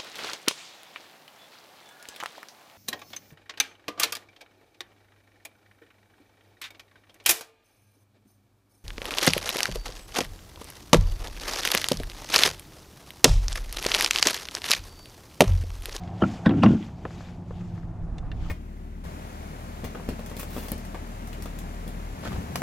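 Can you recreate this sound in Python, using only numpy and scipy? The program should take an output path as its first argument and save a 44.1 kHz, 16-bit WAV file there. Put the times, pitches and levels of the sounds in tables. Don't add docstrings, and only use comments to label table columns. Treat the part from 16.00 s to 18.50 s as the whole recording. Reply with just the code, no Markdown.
import sys
import numpy as np
from scipy import signal
from scipy.io import wavfile
from scipy.ndimage import uniform_filter1d

SR = 44100
rng = np.random.default_rng(int(sys.argv[2]) if len(sys.argv) > 2 else 0)


def generate_wav(sig):
    pcm = np.round(np.clip(np.atleast_2d(sig).T, -1, 1) * 32767).astype(np.int16)
    wavfile.write(sys.argv[1], SR, pcm)


def invert_db(x):
    u = np.asarray(x, float) / 20
    return 10 ** u


N = 110250


def rms_one(x):
    return x / np.sqrt(np.mean(x ** 2) + 1e-20)


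def in_time(rows):
    s, *columns = np.transpose(rows)
    return [np.interp(np.arange(N) / SR, s, c) for c in columns]


def at_hz(points, hz):
    table_hz, db = np.transpose(points)
    return np.interp(np.log(hz), np.log(table_hz), db)


def drift(rate):
    r = np.exp(-80 * np.pi * rate / SR)
    slow = signal.lfilter([1], [1, -2 * r, r * r], rng.standard_normal(N // 40 + 2002))[2000:]
    return np.interp(np.arange(N) / 40, np.arange(len(slow)), rms_one(slow))


def ring(clicks, hz, t60):
    r, w = invert_db(-60 / (t60 * SR)), 2 * np.pi * hz / SR
    return signal.lfilter([0, np.sin(w)], [1, -2 * r * np.cos(w), r * r], clicks + 1e-18)


def band(x, low_hz, high_hz, order=2):
    edges = [low_hz, min(high_hz, .45 * SR)]
    return signal.sosfilt(signal.butter(order, edges, "band", fs=SR, output="sos"), x)


def dull(x, top_hz, order=2):
    return signal.sosfilt(signal.butter(order, top_hz, fs=SR, output="sos"), x)


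def spread(mid, side):
    return np.array([mid + side, mid - side])


def pan_gain(left_right_db):
    return invert_db(np.array([[.5], [-.5]]) * left_right_db)


def strike(s, db, modes, scatter_db):
    luck, out = rng.standard_normal((len(s), len(modes))), 0
    for k, (hz, level_db, t60) in enumerate(modes):
        clicks = np.zeros(N)
        np.add.at(clicks, (s * SR).astype(int), invert_db(db + level_db + scatter_db * luck[:, k]))
        out = out + (-1) ** k * ring(clicks, hz, t60)
    return out


def burst(s, db, low_hz, high_hz, t60, attack):
    t = np.arange(int(.15 * SR)) / SR
    edges = np.geomspace(low_hz, high_hz, 2 + int(3 * np.log2(high_hz / low_hz)))
    white = rng.standard_normal((14, len(t) + 500))
    swell, after = np.minimum(t / attack, 1) ** 2, np.maximum(t - attack, 0)
    puff = 0
    for w, low, high in zip(white, edges, edges[1:]):
        decay = invert_db(-60 * after / t60 * (low / low_hz) ** 0.17)
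        tilt_db = -5 * np.log2(low / low_hz)
        puff = puff + invert_db(tilt_db) * rms_one(band(w, low, high)[500:] * swell * decay)
    out = np.zeros(N + len(t))
    start = int(s * SR)
    out[start:start + len(t)] = invert_db(db) * puff / np.abs(puff).max()
    return out[:N]


# time in seconds, side level in dB.
WIDTH = [(0, -37), (.4, -8), (1.0, -6.5), (2.0, 3), (2.5, 4)]
# frequency in Hz, side level in dB.
WIDTH_BY_HZ = [(100, -35.5), (500, -16), (2000, -6), (8000, -8.5), (11000, -1)]


def banded_noise(spectrum, patchy_db, rate):
    out, edges = 0, 40 * 2 ** np.arange(0, 9, .5)
    white = rng.standard_normal((2, 2, N))
    together, (wide_db,) = drift(rate), in_time(WIDTH)
    for k, (low, high) in enumerate(zip(edges, edges[1:])):
        mid, side = band(white[k % 2], low, high)
        hz = np.sqrt(low * high)
        gain = invert_db(at_hz(spectrum, hz) + patchy_db * (0.42 * together + drift(22)))
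        side_gain = invert_db(wide_db + at_hz(WIDTH_BY_HZ, hz))
        out = out + gain * spread(mid, (side + 0.49 * mid) * side_gain)
    return rms_one(out)


# time in seconds, level in dB.
WIND = [
    (0.0, -45),
    (0.07, -57),
    (0.74, -52),
    (0.81, -60.5),
    (1.95, -40.5),
    (1.98, -36.5),
    (2.46, -30.5),
]


def wind():
    likeness, right_db, lump_db = 0.9, 2.8, 3.5
    mid, side = band(rng.standard_normal((2, N)), 22, 46, order=1)
    mid, side = dull([rms_one(mid), rms_one(side)], 150)
    both = spread(mid, np.sqrt((1 - likeness) / 2) * side) * pan_gain(-right_db)
    return invert_db(in_time(WIND)[0] + lump_db * np.tanh(drift(25))) * both


def wash():
    noise = rms_one(band(rng.standard_normal(N), 560, 1500))
    return invert_db(-40.5 + 0.56 * in_time(WIND)[0] + 2.1 * drift(8)) * noise


# time in seconds, pitch in Hz, level in dB.
ENGINE = [
    (0, 175, -41.5),
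    (.9, 174, -51),
    (1.7, 174, -39.5),
    (1.85, 164, -42),
    (2.5, 165, -44),
]


def engine():
    hz, db = in_time(ENGINE)
    phase = 2 * np.pi * np.cumsum(hz + 1.465 * drift(4.9)) / SR
    flicker = invert_db(3 * drift(24))
    tone = np.sqrt(2) * flicker * (np.sin(phase) + invert_db(-16) * np.sin(2 * phase))
    throb = rms_one(band(rng.standard_normal(N), 84, 116))
    return invert_db(db) * (tone + invert_db(1.5) * throb)


# frequency in Hz, density in dB per Hz.
WATER = [(45, -3.5), (170, -5.5), (330, -16), (455, -25), (750, -21.5), (1700, -54), (7500, -53.5),
         (12000, -71)]


def water():
    return invert_db(-42) * banded_noise(WATER, patchy_db=1.5, rate=0.88)


# time in seconds, level in dB.
WELL = [(0, -46.5), (.6, -45.5), (.75, -61.5), (1.4, -58.5), (2.5, -58.5)]


def well():
    resonance_hz, width_hz = 725, 80
    low_hz, high_hz = resonance_hz - width_hz / 2, resonance_hz + width_hz / 2
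    hum = band(rng.standard_normal(N), low_hz, high_hz, order=1)
    return invert_db(in_time(WELL)[0]) * rms_one(band(hum, 320, 2200))


# peak time in seconds, level in dB, rise in seconds, fall in seconds.
RUSTLE = [(.06, -57, 0.12, 0.069), (.3, -46.5, 0.086, 0.069), (0.498, -56, 0.16, 0.41),
          (.7, -50, 0.068, 0.048), (0.819, -52, 0.029, 0.049), (1.2, -52, 0.12, 0.11),
          (1.57, -58.5, 0.077, 0.13), (1.77, -61, 0.039, .06), (2.1, -74.5, 0.02, 0.098),
          (2.46, -54, 0.068, 0.14)]
# frequency in Hz, density in dB per Hz.
CLOTH = [(900, 2.5), (1400, 0), (2700, 0.1), (4700, -7), (7650, -8.5), (9000, -28), (11000, -18),
         (15500, -49.5)]


def rustle():
    t, power = np.arange(N) / SR, 0
    for s, db, rise, fall in RUSTLE:
        power = power + invert_db(2 * db) * np.exp(-((t - s) / np.where(t < s, rise, fall)) ** 2)
    level = np.sqrt(power)
    thin = rms_one(band(rng.standard_normal(N), 11300, 14200))
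    floor = invert_db(-86.5 + 2.5 * drift(4))
    thin = thin * (level * invert_db(-25 + 0.2 * in_time(WIDTH)[0]) + floor)
    return level * banded_noise(CLOTH, patchy_db=1.6, rate=64) + thin * [[1], [0]]


def tick(s, db, low_hz, top_hz):
    click = np.zeros(N)
    click[int(s * SR)] = 1
    r = np.exp(-2 * np.pi * 0.21 * low_hz / SR)
    click = band(signal.lfilter([1], [1, -r], click + 1e-18), low_hz, top_hz)
    tail = burst(s + 0.001093, -7.5, low_hz, top_hz, t60=0.052, attack=0.00015)
    both = click / np.abs(click).max() + tail
    return invert_db(db) * dull(both, min(1.1 * top_hz, 15000), order=6)


# start in seconds, peak in dB, low edge in Hz, top edge in Hz,
# left over right in dB.
TICKS = [(0.036, -37.5, 1720, 6700, 1), (0.076, -37, 1350, 5000, -0.5), (0.768, -46, 3400, 6360, 10.5),
         (0.827, -35.5, 1710, 4000, -7), (0.845, -44, 2470, 12200, 4), (.888, -42.5, 820, 2500, 2),
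         (1.0529, -23.5, 450, 3200, 4.5), (1.053, -22, 316, 1430, -1), (1.1071, -35, 700, 2300, 3.5),
         (1.207, -32, 610, 1650, 1.5), (1.2865, -40.5, 1000, 2960, 6.5), (1.51, -35, 308, 2050, 8.5),
         (1.6095, -41, 1010, 2820, 5.5), (1.778, -39.5, 786, 2120, 7), (1.831, -49.5, 1170, 2230, 19),
         (2.1827, -34.5, 1826, 8850, -2), (1.442, -53, 600, 1500, 4), (2.4985, -45, 900, 15000, 9),
         (2.228, -43.5, 855, 1300, 4), (2.3166, -34, 1340, 4900, 0), (2.4618, -38.5, 810, 1500, 8)]


def ticks():
    return sum(tick(s, db, low, top) * pan_gain(pan) for s, db, low, top, pan in TICKS)


# frequency in Hz, level in dB, t60 in seconds.
CLASP = [(1750, -5, .018), (1940, -3, .02), (2820, 0, .014), (3555, 0, .022), (4180, -7, .015),
         (5750, -9, .015), (6400, -12, .015), (7070, -11, .016), (8500, -18, .012)]
# start in seconds, level in dB, dull above Hz, left over right in dB.
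SNAPS = [
    (2.1833, -44.5, 9100, -7),
    (2.1861, -49, 8000, -1),
    (2.3165, -43.5, 4160, -9),
    (2.3193, -47.5, 4170, 3),
]


def clasp():
    out = 0
    for s, db, hz, pan in SNAPS:
        rung = dull(strike(np.array([s]), db, CLASP, scatter_db=1), hz)
        out = out + rung * pan_gain(pan)
    return out


# start in seconds, level in dB, pitch in Hz,
# t60 in seconds.
BUCKLE = [(1.0529, -25.5, 1030, .022), (1.0523, -32, 1686, .018), (1.0529, -44, 380, .03),
          (1.5079, -33, 478, 0.027), (1.5085, -38, 1100, .015), (.2215, -16, 580, .04),
          (.2375, -20, 620, .035), (.4935, -24, 520, .03), (.4935, -30, 3300, .015), (.472, -30, 1500, .06),
          (.643, -24, 1200, .04), (.6605, -28, 2800, .025), (2.3165, -40, 2750, .025),
          (2.3165, -40, 1750, .025), (2.1835, -41, 2800, .02)]


def buckle():
    return sum(strike(np.array([s]), db, [(hz, 0, t60)], scatter_db=1) for s, db, hz, t60 in BUCKLE)


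# slap time in seconds, level in dB, low edge in Hz, top edge in Hz.
APPROACH = [
    (.2215, -29, 500, 1800),
    (.462, -28, 637, 9000),
    (0.633, -30.5, 685, 8650),
]


def approach():
    swell_s = .022
    return sum(burst(s - swell_s, db, low, top, 0.044, swell_s) for s, db, low, top in APPROACH)


# frequency in Hz, level in dB, t60 in seconds.
HULL = [(103.7, -11, 0.18), (122, -2.5, 0.04), (185.2, 1, 0.056), (218.4, 3, 0.076), (280, -2.5, 0.07),
        (304.1, -3.5, 0.048), (380, -16, 0.059)]
HULL_LOW_HZ = 89.6
# time in seconds, level in dB.
FLUTTER = [
    [(0.245, -23), (0.255, -18), (0.371, -41.5), (0.4, -85)],
    [(0.47, -8), (0.488, -14.5), (0.614, -17), (0.664, -5.5), (0.746, -15), (0.79, -25), (0.87, -37.5),
     (0.9, -68)],
]


def flutter():
    level = 0
    for spell in FLUTTER:
        before, after = (spell[0][0] - .01, -90), (spell[-1][0] + .03, -90)
        level = level + invert_db(in_time([before] + list(spell) + [after])[0])
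    s = rng.uniform(.1, 1.1, 210)
    low = dull(strike(s, rng.normal(0, 4.5, len(s)), HULL, scatter_db=3.5), 370, order=4)
    low = band(low, 68, 2700)
    evened = low / np.sqrt(uniform_filter1d(low ** 2, size=600) + 1e-6)
    white = rng.standard_normal(N) * invert_db(5.0 * np.tanh(drift(80)))
    patter = rms_one(band(white, 310, 880))
    patter = patter + 0.5 * rms_one(band(white, 1300, 1450))
    patter = patter + 0.29 * rms_one(band(white, 2400, 3200))
    return level * invert_db(-5) * (evened + invert_db(-25) * patter)


# start in seconds, level in dB, pitch in Hz.
KNOCKS = [(.2215, -9.5, 400), (0.2326, -4.5, 232), (.495, -6, 258), (0.5096, -18, 279), (.5455, -10, 211),
          (.658, -9.5, 290), (.667, -10.5, 220), (.686, -13, 220), (0.695, -16, 223), (0.707, -4.5, 247),
          (.736, -5.5, 230), (.752, -12, 217)]


def knocks():
    cycles, rings = 4, 0
    for s, db, hz in KNOCKS:
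        rings = rings + strike(np.array([s]), db, [(hz, 0, cycles / hz)], scatter_db=0.5)
    return -band(rings, HULL_LOW_HZ, 650)


# start in seconds, level in dB, pitch in Hz, attack in seconds.
SQUEAKS = [(0.209, -30, 2990, 0.013), (0.22, -18, 1346, 0.0036), (0.221, -21, 562, 0.0055),
           (0.236, -21, 1352, 0.0034), (0.221, -18.5, 361, 0.0038), (0.442, -27.5, 1500, 0.018),
           (0.459, -19.5, 1690, 0.0029), (0.4598, -30.5, 3520, 0.001), (0.46, -47, 4900, 0.0025),
           (0.615, -26.5, 2780, 0.018), (.632, -19, 770, 0.0025), (.633, -12, 1127, 0.0024),
           (.633, -33, 4640, 0.0018), (.633, -34.5, 5500, 0.0023)]


def squeaks():
    half_width = 2 ** (0.14 / 2)
    return sum(burst(s, db, hz / half_width, hz * half_width, 0.056, rise) for s, db, hz, rise in SQUEAKS)


# frequency in Hz, level in dB, t60 in seconds.
DECK = [(505, -3, .04), (572, -3, .04), (640, -3, .04), (760, -2, .04), (1090, -3, .03), (1290, -4, .03),
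        (1352, -4, .03), (1740, -5, .03), (2000, -9, .03), (2340, -9, .03), (2750, -10, .03),
        (3400, -12, .025), (3700, -12, .025)]
# start in seconds, boom in dB, crack in dB, top of crack in Hz, spray in dB.
SLAPS = [
    (.2203, -15.5, -22, 1480, -54),
    (0.2355, -17, -19, 1490, -67),
    (0.461, -10, -15, 4900, -49.5),
    (0.494, -24, -22, 4160, -57.5),
    (0.509, -18, -28, 3000, -61),
    (0.536, -19, -33.5, 2550, -75),
    (0.634, -12.5, -11.5, 4060, -39),
    (0.6608, -16.5, -15.5, 3400, -69),
    (0.751, -44, -34.5, 1730, -67),
]


def slaps():
    lag_s, attack_s = 0.0025, 0.004
    s, boom_db, crack_db, top_hz, spray_db = np.transpose(SLAPS)
    boom = strike(s + 2 * lag_s, boom_db - 13, HULL, scatter_db=4.0)
    push = strike(s + lag_s, boom_db + 8.5, [(210, 0, 0.036)], scatter_db=2.0)
    out = band(boom - push, HULL_LOW_HZ, 390, order=3)
    for start, crack, top, spray in zip(s, crack_db, top_hz, spray_db):
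        panel = strike(np.array([start]), crack - 11, DECK, scatter_db=5.0)
        out = out + band(panel, 300, 1.3 * top)
        out = out + burst(start - attack_s, crack, 450, top, 0.068, attack_s)
        out = out + burst(start - attack_s, spray, 4000, 10200, 0.049, attack_s)
    return out


def scene():
    fish = slaps() + squeaks() + knocks() + flutter()
    late = band(np.roll(fish, 40), 500, 9000, order=1)
    wide_fish = spread(fish, invert_db(-25.5) * (late + 0.1 * fish))
    outdoors = wind() + wash() + engine() + water() + well()
    gear = rustle() + ticks() + clasp() + buckle()
    return outdoors + gear + approach() + wide_fish


def band_limit(x):
    return signal.sosfilt(signal.butter(12, 15620, fs=SR, output="sos"), x)


def record(dry):
    rounded = 1.2 * np.tanh(dry / 1.2)
    mix = signal.sosfilt(signal.cheby2(10, 60, 17000, fs=SR, output="sos"), rounded)
    return band_limit(mix)


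dry = scene()
out = record(dry)
generate_wav(out)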